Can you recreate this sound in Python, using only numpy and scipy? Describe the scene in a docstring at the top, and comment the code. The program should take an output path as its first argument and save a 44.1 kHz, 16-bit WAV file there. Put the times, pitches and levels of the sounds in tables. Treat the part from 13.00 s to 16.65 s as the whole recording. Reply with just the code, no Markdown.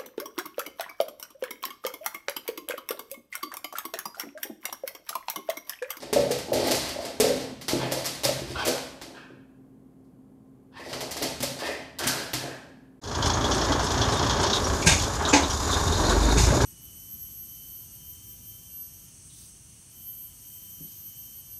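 """An old diesel railcar pulls away from a platform, a few metres from the listener.
The engine runs fast, sinks to idle and swells to a rising throb: harmonic tones and shaped noise follow
one firing phase. A loose steel cover rattles as noise under repeated knocks; heavy clanks, as drive and
coupling take up, are decaying modes with bursts of noise and echoes. Hiss, chance knocks and chatter of
the running gear are filtered noise, as are the faint puffs and longer rushes of air."""
import sys
import numpy as np
from scipy import signal
from scipy.fft import rfft, irfft
from scipy.io import wavfile

SR = 44100
rng = np.random.default_rng(int(sys.argv[2]) if len(sys.argv) > 2 else 0)


def master(y):
    """Save y as 16-bit WAV."""
    cut = np.clip(np.atleast_2d(y).T, -1, 1)
    pcm = np.round(cut * 32767)  # scale
    wavfile.write(sys.argv[1], SR, pcm.astype(np.int16))


N = 160965
T = np.arange(N) / SR  # time in seconds
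KNOCK_RISE_S = 0.0042

# Course of the engine. Each row: time in seconds, firing rate in Hz,
# level of the exhaust note in dB before a fixed trim.
ENGINE_COURSE = [(0.03, 50.7, -50), (0.22, 53.9, -33.5), (0.53, 56.86, -30), (0.9, 57.44, -32),
                 (1.12, 56.8, -36), (1.35, 57.14, -29), (1.5, 54.4, -38), (1.58, 48.3, -39),
                 (1.68, 35.77, -37), (1.84, 35.06, -44), (2.23, 34.18, -54), (2.6, 35.07, -40),
                 (2.85, 41.07, -34), (3.04, 45.3, -24.5), (3.2, 50.25, -17.5), (3.5, 57.37, -17),
                 (3.56, 59.5, -32), (3.65, 62.1, -18)]
# Levels under the car, before fixed trims. Each row: time in seconds, rumble and exhaust overtones in dB,
# engine block in dB, clatter in dB.
UNDERCAR_LEVELS = [(0.03, -44, -45, -46), (0.15, -35.5, -36.5, -35.5), (0.26, -31, -33.5, -31.5),
                   (0.6, -35, -32, -30), (0.85, -29.5, -33.5, -31.5), (1.2, -31.5, -32.5, -29),
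                   (1.44, -30, -33, -30), (1.54, -38.5, -34, -33), (1.7, -30, -34, -35),
                   (1.82, -34, -35, -36.5), (1.98, -27, -37, -37.5), (2.15, -33.5, -38.5, -34),
                   (2.3, -37, -36, -31), (2.45, -31.5, -36, -32), (2.58, -36.5, -40.5, -38.5),
                   (2.7, -33.5, -32.5, -32), (2.9, -30, -37, -34), (3.1, -31, -28.5, -31),
                   (3.2, -31, -35, -34), (3.28, -30.5, -27.5, -35), (3.45, -26.5, -37.5, -35),
                   (3.54, -25.5, -26.5, -33.5), (3.65, -26.5, -28, -31)]
# Unevenness of alternate firings. Each row: time in seconds, modulation depth from 0 to 1.
FIRING_UNEVENNESS = [(1.4, 0.2), (1.7, 0.1), (3.2, .55), (3.65, 0.39)]


def amp(db):
    """Logarithmic level: decibels become an amplitude ratio."""
    return 10 ** (np.asarray(db) / 20)


def unit(x):
    """Normalisation of power: scales a signal to rms 1."""
    return x / np.sqrt(np.mean(x ** 2) + 1e-20)


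def curve(table, axis=1):
    """Linear interpolation: one column of a table becomes a course over time."""
    rows = np.array(table)
    return np.interp(T, rows[:, 0], rows[:, axis])


def colour(x, points):
    """Spectral filtering: weights x by a response interpolated over log frequency, at rms 1."""
    hz, db = np.transpose(points)
    f = np.fft.rfftfreq(N, 1 / SR)
    response = amp(np.interp(np.log(f + 1), np.log(hz + 1), db))
    return unit(irfft(rfft(x) * response, N))


def band(hz, width_hz):
    """Resonance: noise confined about one frequency, halved in amplitude width_hz away, at rms 1."""
    f = np.fft.rfftfreq(N, 1 / SR)
    resonance = 1 / (1 + ((f - hz) / width_hz) ** 2)
    return unit(irfft(rfft(rng.standard_normal(N)) * resonance, N))


def drift(hz):
    """Low-pass random fluctuation: a wander about zero, at rms 1."""
    return band(0, hz)


def grit(grain_db):
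    """Friction noise: random amplitude modulation stands for tiny contacts of unequal strength."""
    return unit(rng.standard_normal(N) * amp(grain_db * drift(650)))


def strike(start, rise, t60):
    """Impulsive excitation: a linear rise, then exponential decay by 60 dB in t60 seconds."""
    age = T[:SR]
    decay = amp(-60 * np.maximum(age - rise, 0) / t60)
    return np.pad(np.minimum(age / rise, 1) * decay, (round(start * SR), N))[:N]


def ring(modes, start, rise):
    """Modal superposition: a struck part sounds as a sum of decaying sines."""
    age = T[:SR]
    hz, db, t60 = np.transpose(modes)[:, :, None]
    decay = amp(db - 60 * np.maximum(age - rise, 0) / t60)
    tones = decay * np.sin(2 * np.pi * (hz * age + rng.random(hz.shape)))
    return np.pad(np.minimum(age / rise, 1) * tones.sum(0), (round(start * SR), N))[:N]


def steely(x, share=0.43, t60=0.039):
    """High modal density: convolution with decaying noise adds the short ringing of a steel sheet."""
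    tail = rng.standard_normal(N) * strike(0, 1 / SR, t60)
    return x + share * signal.fftconvolve(x, tail / np.linalg.norm(tail))[:N]


def knock_series(at, spread_db, t60):
    """Repeated impacts: a pulse of random strength at each given sample excites a decaying envelope."""
    strengths = amp(spread_db * np.clip(rng.standard_normal(N), -2, 2))
    hits = np.zeros(N)
    hits[at] = strengths[:len(at)]
    return unit(signal.fftconvolve(hits, strike(0, KNOCK_RISE_S, t60))[:N])


def chance_knocks(knocks_per_s, spread_db, t60):
    """Poisson-like excitation: knocks fall at random moments with a fixed mean rate."""
    moments = np.flatnonzero(rng.random(N) < knocks_per_s / SR)
    return knock_series(moments, spread_db, t60)


def throb(turns, depth):
    """Subharmonic modulation at half the firing rate: every second firing is the stronger one."""
    return unit(1 + depth * np.sin(np.pi * turns + np.pi / 4))


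def yard(x, above_hz=300):
    """Diffuse reflection: sparse decaying echoes between car body and platform, without the bass."""
    echo_db, echoes_per_s = -12, 2000
    chosen = rng.random(N) < echoes_per_s / SR
    tail = rng.standard_normal(N) * chosen * strike(0.011, 0.0055, t60=0.15)
    tail = signal.sosfilt(signal.butter(4, above_hz, "high", fs=SR, output="sos"), tail)
    return x + amp(echo_db) * signal.fftconvolve(x, tail / np.linalg.norm(tail))[:N]


def puffs(count=5):
    """Turbulent jet noise: regular puffs of air, probably from the compressor, and longer rushes."""
    # Spectrum of the air. Each row: frequency in Hz, relative level in dB.
    air_spectrum = [(3000, -21), (6000, 6.5), (8500, 4.5), (10500, -3.5), (14000, -20)]
    # Longer rushes. Each row: start in seconds, level in dB.
    air_rushes = [(1.856, -22), (3.37, -31)]
    first_s, every_s, length_s, puff_db = 0.243, 0.29, 0.053, -39
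    swell = np.zeros(N)
    for k in range(count):
        progress = np.clip((T - first_s - k * every_s) / length_s, 0, 1)
        swell += np.sin(np.pi * progress)
    rushes = sum(amp(db) * strike(start, rise=0.016, t60=0.36) for start, db in air_rushes)
    return (amp(puff_db) * swell + rushes) * colour(grit(3.6), air_spectrum)


def sizzle(turns, depth=0.057, knocks_per_s=45, knock_share=0.29, ring_flutter_db=2):
    """Amplitude modulation: firings and chance knocks shape the running gear's hiss and thin steel ring."""
    # Levels. Each row: time in seconds, hiss in dB, steel ring in dB.
    sizzle_levels = [(0.03, -49, -66), (0.25, -39.5, -47), (1.5, -38.5, -40.5), (1.8, -34.5, -67),
                     (2.05, -34, -61), (2.2, -37.5, -65), (2.6, -35.5, -50), (2.75, -33.5, -39),
                     (3.1, -32, -43.5), (3.3, -33, -38), (3.45, -28.5, -44), (3.65, -35.5, -51)]
    # Spectrum of the hiss. 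Each row: frequency in Hz, relative level in dB.
    hiss_spectrum = [(1530, -16), (2600, -18), (3170, -23), (3540, -1.5), (3670, -6), (4140, -4.5),
                     (4470, -5.5), (4970, -4), (6780, 0), (7860, -10), (11700, -19), (14000, -28)]
    ring_hz, ring_width_hz = 3680, 110
    knocks = chance_knocks(knocks_per_s, spread_db=2.0, t60=0.059)
    firing = 1 + depth * np.cos(2 * np.pi * turns)
    beat = unit(firing * (1 - knock_share + knock_share * knocks))
    hiss = colour(steely(grit(0.61)), hiss_spectrum)
    steel_ring = unit(band(ring_hz, ring_width_hz) * amp(ring_flutter_db * drift(33)))
    return beat * (amp(curve(sizzle_levels, axis=1)) * hiss + amp(curve(sizzle_levels, axis=2)) * steel_ring)


def chatter(knocks_per_s=260):
    """Dense random impacts: small contacts ring the running gear with a gritty sound."""
    # Each row: time in seconds, level in dB.
    chatter_level = [(2.55, -65), (2.72, -36.5), (2.85, -53), (2.95, -34), (3.02, -44), (3.1, -34),
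                     (3.16, -40), (3.36, -42), (3.5, -49), (3.65, -47)]
    # Ringing of the gear. Each row: frequency in Hz, relative level in dB.
    chatter_spectrum = [(3000, -40), (3450, -12), (3700, 0), (4100, 5), (4500, -1), (5200, -19),
                        (7000, -30)]
    knocks = chance_knocks(knocks_per_s, spread_db=1.5, t60=0.046)
    return amp(curve(chatter_level)) * colour(knocks * rng.standard_normal(N), chatter_spectrum)


def rattle_beat():
    """Periodic impact: the cover knocks at its own rate while the engine runs fast."""
    # Each row: time in seconds, knocks per second.
    rattle_rate = [(0.38, 26.9), (0.44, 29.3), (0.65, 29.3), (0.71, 27), (0.99, 27), (1.05, 28.3),
                   (1.27, 28.3), (1.33, 30)]
    start_s = 0.035
    knock_count = np.cumsum(curve(rattle_rate) * (T > start_s)) / SR
    moments = np.flatnonzero(np.diff(np.ceil(knock_count)))
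    return knock_series(moments, spread_db=3.5, t60=0.17)


def loose_steel(knocking, t60=0.17):
    """Impact and resonance: knocks gate the steel noise of the cover, and louder single ones also ring."""
    # Strength of the cover's rattle. Each row: time in seconds, level in dB.
    rattle_level = [(0.04, -39.5), (0.12, -40), (0.155, -32), (0.2, -43.5), (0.24, -31.5), (0.38, -34),
                    (0.48, -34.5), (0.54, -29), (0.63, -29.5), (0.69, -36.5), (0.78, -41), (0.85, -31),
                    (0.95, -36), (1.12, -33), (1.35, -33.5), (1.48, -31), (1.62, -42), (1.8, -51),
                    (2.2, -54), (3.65, -62)]
    # Spectrum of the cover. Each row: frequency in Hz, relative level in dB.
    cover_spectrum = [(1530, -37), (2600, -10.5), (2950, -5), (3330, 7), (3750, -9), (4110, 0.5),
                      (6450, 1.5), (7320, -14), (7970, -15.5), (8610, -21.5), (9770, -31), (12500, -31),
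                      (14000, -26)]
    # Knocks of loose steel under the car. Each row: start in seconds, level in dB, ring frequency in Hz,
    # ring level in dB relative to the scrape.
    single_knocks = [(.223, -30, 3320, 0), (.334, -39, 6430, 5), (.408, -37, 3400, -2),
                     (0.44, -37, 3370, 7), (.510, -27.5, 3380, -5), (.612, -33, 5400, -3),
                     (0.719, -29.5, 3300, -3.5), (.975, -33, 6400, -3), (1.011, -25, 3378, -1.5),
                     (1.12, -32, 3960, -1), (1.193, -38, 3370, -8), (1.294, -27.5, 3300, -1.5),
                     (1.468, -33, 5620, -7), (1.527, -29, 3790, 5.5), (1.555, -34, 3650, 5),
                     (1.641, -40, 5700, 10.5), (1.822, -34, 2370, 2.5), (1.995, -30, 6720, -5),
                     (2.028, -34, 3446, -2), (2.248, -31.5, 3800, 4.5), (2.281, -43, 1343, 14),
                     (2.287, -32.5, 7180, 6.5), (2.432, -32.5, 3740, 3), (2.497, -30, 5730, 0.5),
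                     (2.640, -40, 6960, 4), (2.724, -39.5, 3656, 12), (2.921, -38, 3730, 7.5),
                     (3.035, -41, 4100, 6.5), (3.092, -39, 3850, 7.5), (3.115, -45, 1490, 14.5),
                     (3.605, -32, 3795, -6)]
    ring_width_hz = 190
    scrape = colour(steely(grit(3.3)), cover_spectrum)
    out = amp(curve(rattle_level)) * knocking * colour(steely(grit(2.4)), cover_spectrum)
    for start, db, hz, ring_db in single_knocks:
        knock_sound = scrape + amp(ring_db) * band(hz, ring_width_hz)
        out += amp(db) * strike(start, KNOCK_RISE_S, t60) * knock_sound
    return out


def clanks():
    """Impulsive modal excitation: slack taken up crashes steel and sets body, drive and coupling ringing."""
    # Each row: start in seconds, crash in dB, rise in seconds, crash t60 in seconds, low thump in dB,
    # drive knock in dB, coupling ring in dB.
    blows = [(0.696, -42, 0.0079, .2, -24, -37, -23.5), (1.675, -53, 0.0098, .15, -23, -34, -42),
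             (1.860, -21.5, 0.01, 0.36, -18, -15, -31), (1.869, -17, 0.0028, 0.07, -40, -30, -36),
             (1.887, -24.5, .003, 0.22, -25, -30, -42), (1.914, -29.5, 0.0036, 0.34, -14, -23, -34),
             (2.324, -21, 0.014, 0.29, -50, -50, -15), (2.331, -20.5, 0.0051, 0.18, -50, -50, -31),
             (2.357, -34, 0.0066, .16, -50, -50, -25.5), (2.419, -48, .006, 0.21, -26, -36, -37),
             (2.862, -52, .006, 0.16, -19, -40, -44), (3.368, -27, 0.011, 0.61, -27, -19.5, -46)]
    # Spectrum of the crash. Each row: frequency in Hz, relative level in dB.
    crash_spectrum = [(100, -18), (400, -5), (620, -4), (900, 2.5), (1230, -10), (1650, 0), (1900, -1.5),
                      (2400, 3), (3000, -2.5), (3700, 2.5), (4500, -2.5), (6600, 4), (8000, -8.5),
                      (10000, -24), (14000, -42)]
    # Dull boom of the underframe behind the coupling. Each row: frequency in Hz, relative level in dB.
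    frame_spectrum = [(170, -24), (270, 10), (400, -2), (540, 4), (760, 3), (900, 2.5), (1150, -5),
                      (1600, -7.5), (3000, -38)]
    # Modes of the sprung body. Each row: frequency in Hz, relative level in dB, t60 in seconds.
    body_modes = [(81.2, 0.5, 0.12)]
    # Modes of the drive. Each row: frequency in Hz, relative level in dB, t60 in seconds.
    drive_modes = [(164.5, -0.5, 0.176), (374.4, -10.5, 0.14)]
    # Modes of the coupling. Each row: frequency in Hz, relative level in dB, t60 in seconds.
    coupling_modes = [(279.6, 1, 0.26), (305, 0, 0.16), (517.5, -7.5, .13), (560, -14, .2), (664, -9.5, .2),
                      (867, -4.5, 0.16), (898, -11.5, 0.11), (2000, -12.5, 0.17), (6860, -24, .35)]
    # Modes of the steel fittings. Each row: frequency in Hz, relative level in dB, t60 in seconds.
    steel_modes = [(1604, 8, 0.22), (2140, 5, 0.15), (2290, 7, 0.079), (2534, 10, 0.054), (4650, 2, 0.12),
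                   (5146, -3, 0.26), (6660, 2, 0.34)]
    steel_db, frame_db, frame_t60_s = -15, -7, 0.36
    crash_noise = colour(steely(grit(2.2)), crash_spectrum)
    boom_noise = colour(grit(1.0), frame_spectrum)
    out = np.zeros(N)
    for start, db, rise, t60, thump_db, drive_db, coupling_db in blows:
        crash = strike(start, rise, t60) * crash_noise
        out += amp(db) * (crash + amp(steel_db) * ring(steel_modes, start, rise))
        out += amp(thump_db) * ring(body_modes, start, rise)
        out += amp(drive_db) * ring(drive_modes, start, rise)
        boom = strike(start, rise, frame_t60_s) * boom_noise
        out += amp(coupling_db) * (ring(coupling_modes, start, rise) + amp(frame_db) * boom)
    return out


def growl(turns, depth=0.4, lump=0.45):
    """Load-dependent radiation: under load each firing barks through the underframe."""
    # Each row: time in seconds, level in dB.
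    load_level = [(2.6, -62.5), (2.95, -49), (3.1, -32), (3.2, -34), (3.28, -27.5), (3.44, -33),
                  (3.55, -30), (3.65, -28)]
    # Each row: frequency in Hz, relative level in dB.
    growl_spectrum = [(100, -29), (200, -11), (275, 9.5), (400, 3), (520, -16), (630, -2), (760, -6),
                      (960, 2.5), (1200, -16), (1450, -2.5), (1700, -7), (1950, -18.5), (2300, -11),
                      (3000, -25), (6000, -46)]
    firing = 1 + depth * np.cos(2 * np.pi * turns)
    return amp(curve(load_level)) * colour(grit(1.6) * throb(turns, lump) * firing, growl_spectrum)


def block(turns, knocking, depth=0.1, uneven_db=1.0, knock_share=0.38):
    """Structure-borne sound: each firing shakes the underframe, the engine block and the valve gear."""
    # Underframe. Each row: frequency in Hz, relative level in dB.
    rumble_spectrum = [(15, -22), (40, -15), (60, -3.5), (75, 3), (110, -1), (170, -7), (260, -11),
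                       (600, -71)]
    # Engine block. Each row: frequency in Hz, relative level in dB.
    block_spectrum = [(90, -25), (170, -9), (220, -3), (280, -0.5), (340, -2.5), (400, 2), (480, -6),
                      (600, -3), (720, -10), (1000, -33), (2000, -60)]
    # Valve gear. Each row: frequency in Hz, relative level in dB.
    clatter_spectrum = [(400, -21.5), (700, -2.5), (870, 1), (1120, 1), (1300, -4.5), (1650, -5),
                        (1950, -14), (2600, -19), (3200, -15.5), (4000, -24), (9000, -63)]
    rumble_trim_db, block_trim_db, clatter_trim_db = -1.5, 2.5, 2
    beat = unit((1 + depth * np.cos(2 * np.pi * turns)) * amp(uneven_db * drift(13)))
    clatter_beat = unit((1 - knock_share) * beat + knock_share * knocking)
    throbbing = beat * throb(turns, curve(FIRING_UNEVENNESS))
    rumble = colour(grit(0.92) * throbbing, rumble_spectrum)
    block_noise = colour(grit(1.45) * beat, block_spectrum)
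    clatter = colour(grit(1.2) * clatter_beat, clatter_spectrum)
    return (amp(rumble_trim_db + curve(UNDERCAR_LEVELS, axis=1)) * rumble
            + amp(block_trim_db + curve(UNDERCAR_LEVELS, axis=2)) * block_noise
            + amp(clatter_trim_db + curve(UNDERCAR_LEVELS, axis=3)) * clatter)


def exhaust(turns, rough=0.086, overtone_rough=0.41):
    """Additive synthesis: a firing note and overtones, some inharmonic, from unevenly firing cylinders."""
    # Each row: multiple of the firing rate, relative level in dB.
    firing_orders = [(1.25, -17.5), (1.501, -7.5), (1.699, -7.5), (2, -5.5), (2.252, -10), (2.5, -9.5),
                     (2.999, -13.5)]
    note_trim_db, overtone_trim_db = -4.5, -1
    note = np.sqrt(2) * np.sin(2 * np.pi * turns) * (1 + rough * drift(22))
    overtones = np.zeros(N)
    for multiple, db in firing_orders:
        tone = np.sin(2 * np.pi * (multiple * turns + rng.random()))
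        overtones += amp(db) * tone * (1 + overtone_rough * drift(3.9))
    firing = amp(note_trim_db + curve(ENGINE_COURSE, axis=2)) * note
    firing += amp(overtone_trim_db + curve(UNDERCAR_LEVELS, axis=1)) * unit(overtones)
    return throb(turns, curve(FIRING_UNEVENNESS)) * firing


def scene():
    """Superposition at the platform: engine, running gear, air, loose steel and echoing clanks add."""
    turns = np.cumsum(curve(ENGINE_COURSE, axis=1)) / SR  # firing phase, one per firing
    knocking = rattle_beat()
    engine = exhaust(turns) + block(turns, knocking) + growl(turns)
    running_gear = sizzle(turns) + chatter()
    return (engine + running_gear + puffs() + loose_steel(knocking) + yard(clanks()))[None]


def record(dry, open_s=0.014, fade_s=0.029, low_cut_hz=28):
    """A fade-in at the start, then transducer limits: the microphone's low cut, soft saturation of peaks and a
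    band limit."""
    ceiling, edge_hz = 0.9, 14050
    low_cut = signal.butter(4, low_cut_hz, "high", fs=SR, output="sos")
    faded = signal.sosfilt(low_cut, dry * np.clip((T - open_s) / fade_s, 0, 1))
    rounded = faded / (1 + (faded / ceiling) ** 4) ** 0.25
    band_limit = signal.firwin(511, edge_hz, window=("kaiser", 9), fs=SR)
    return signal.oaconvolve(rounded, band_limit[None], "same")


dry = scene()
out = record(dry)
master(out)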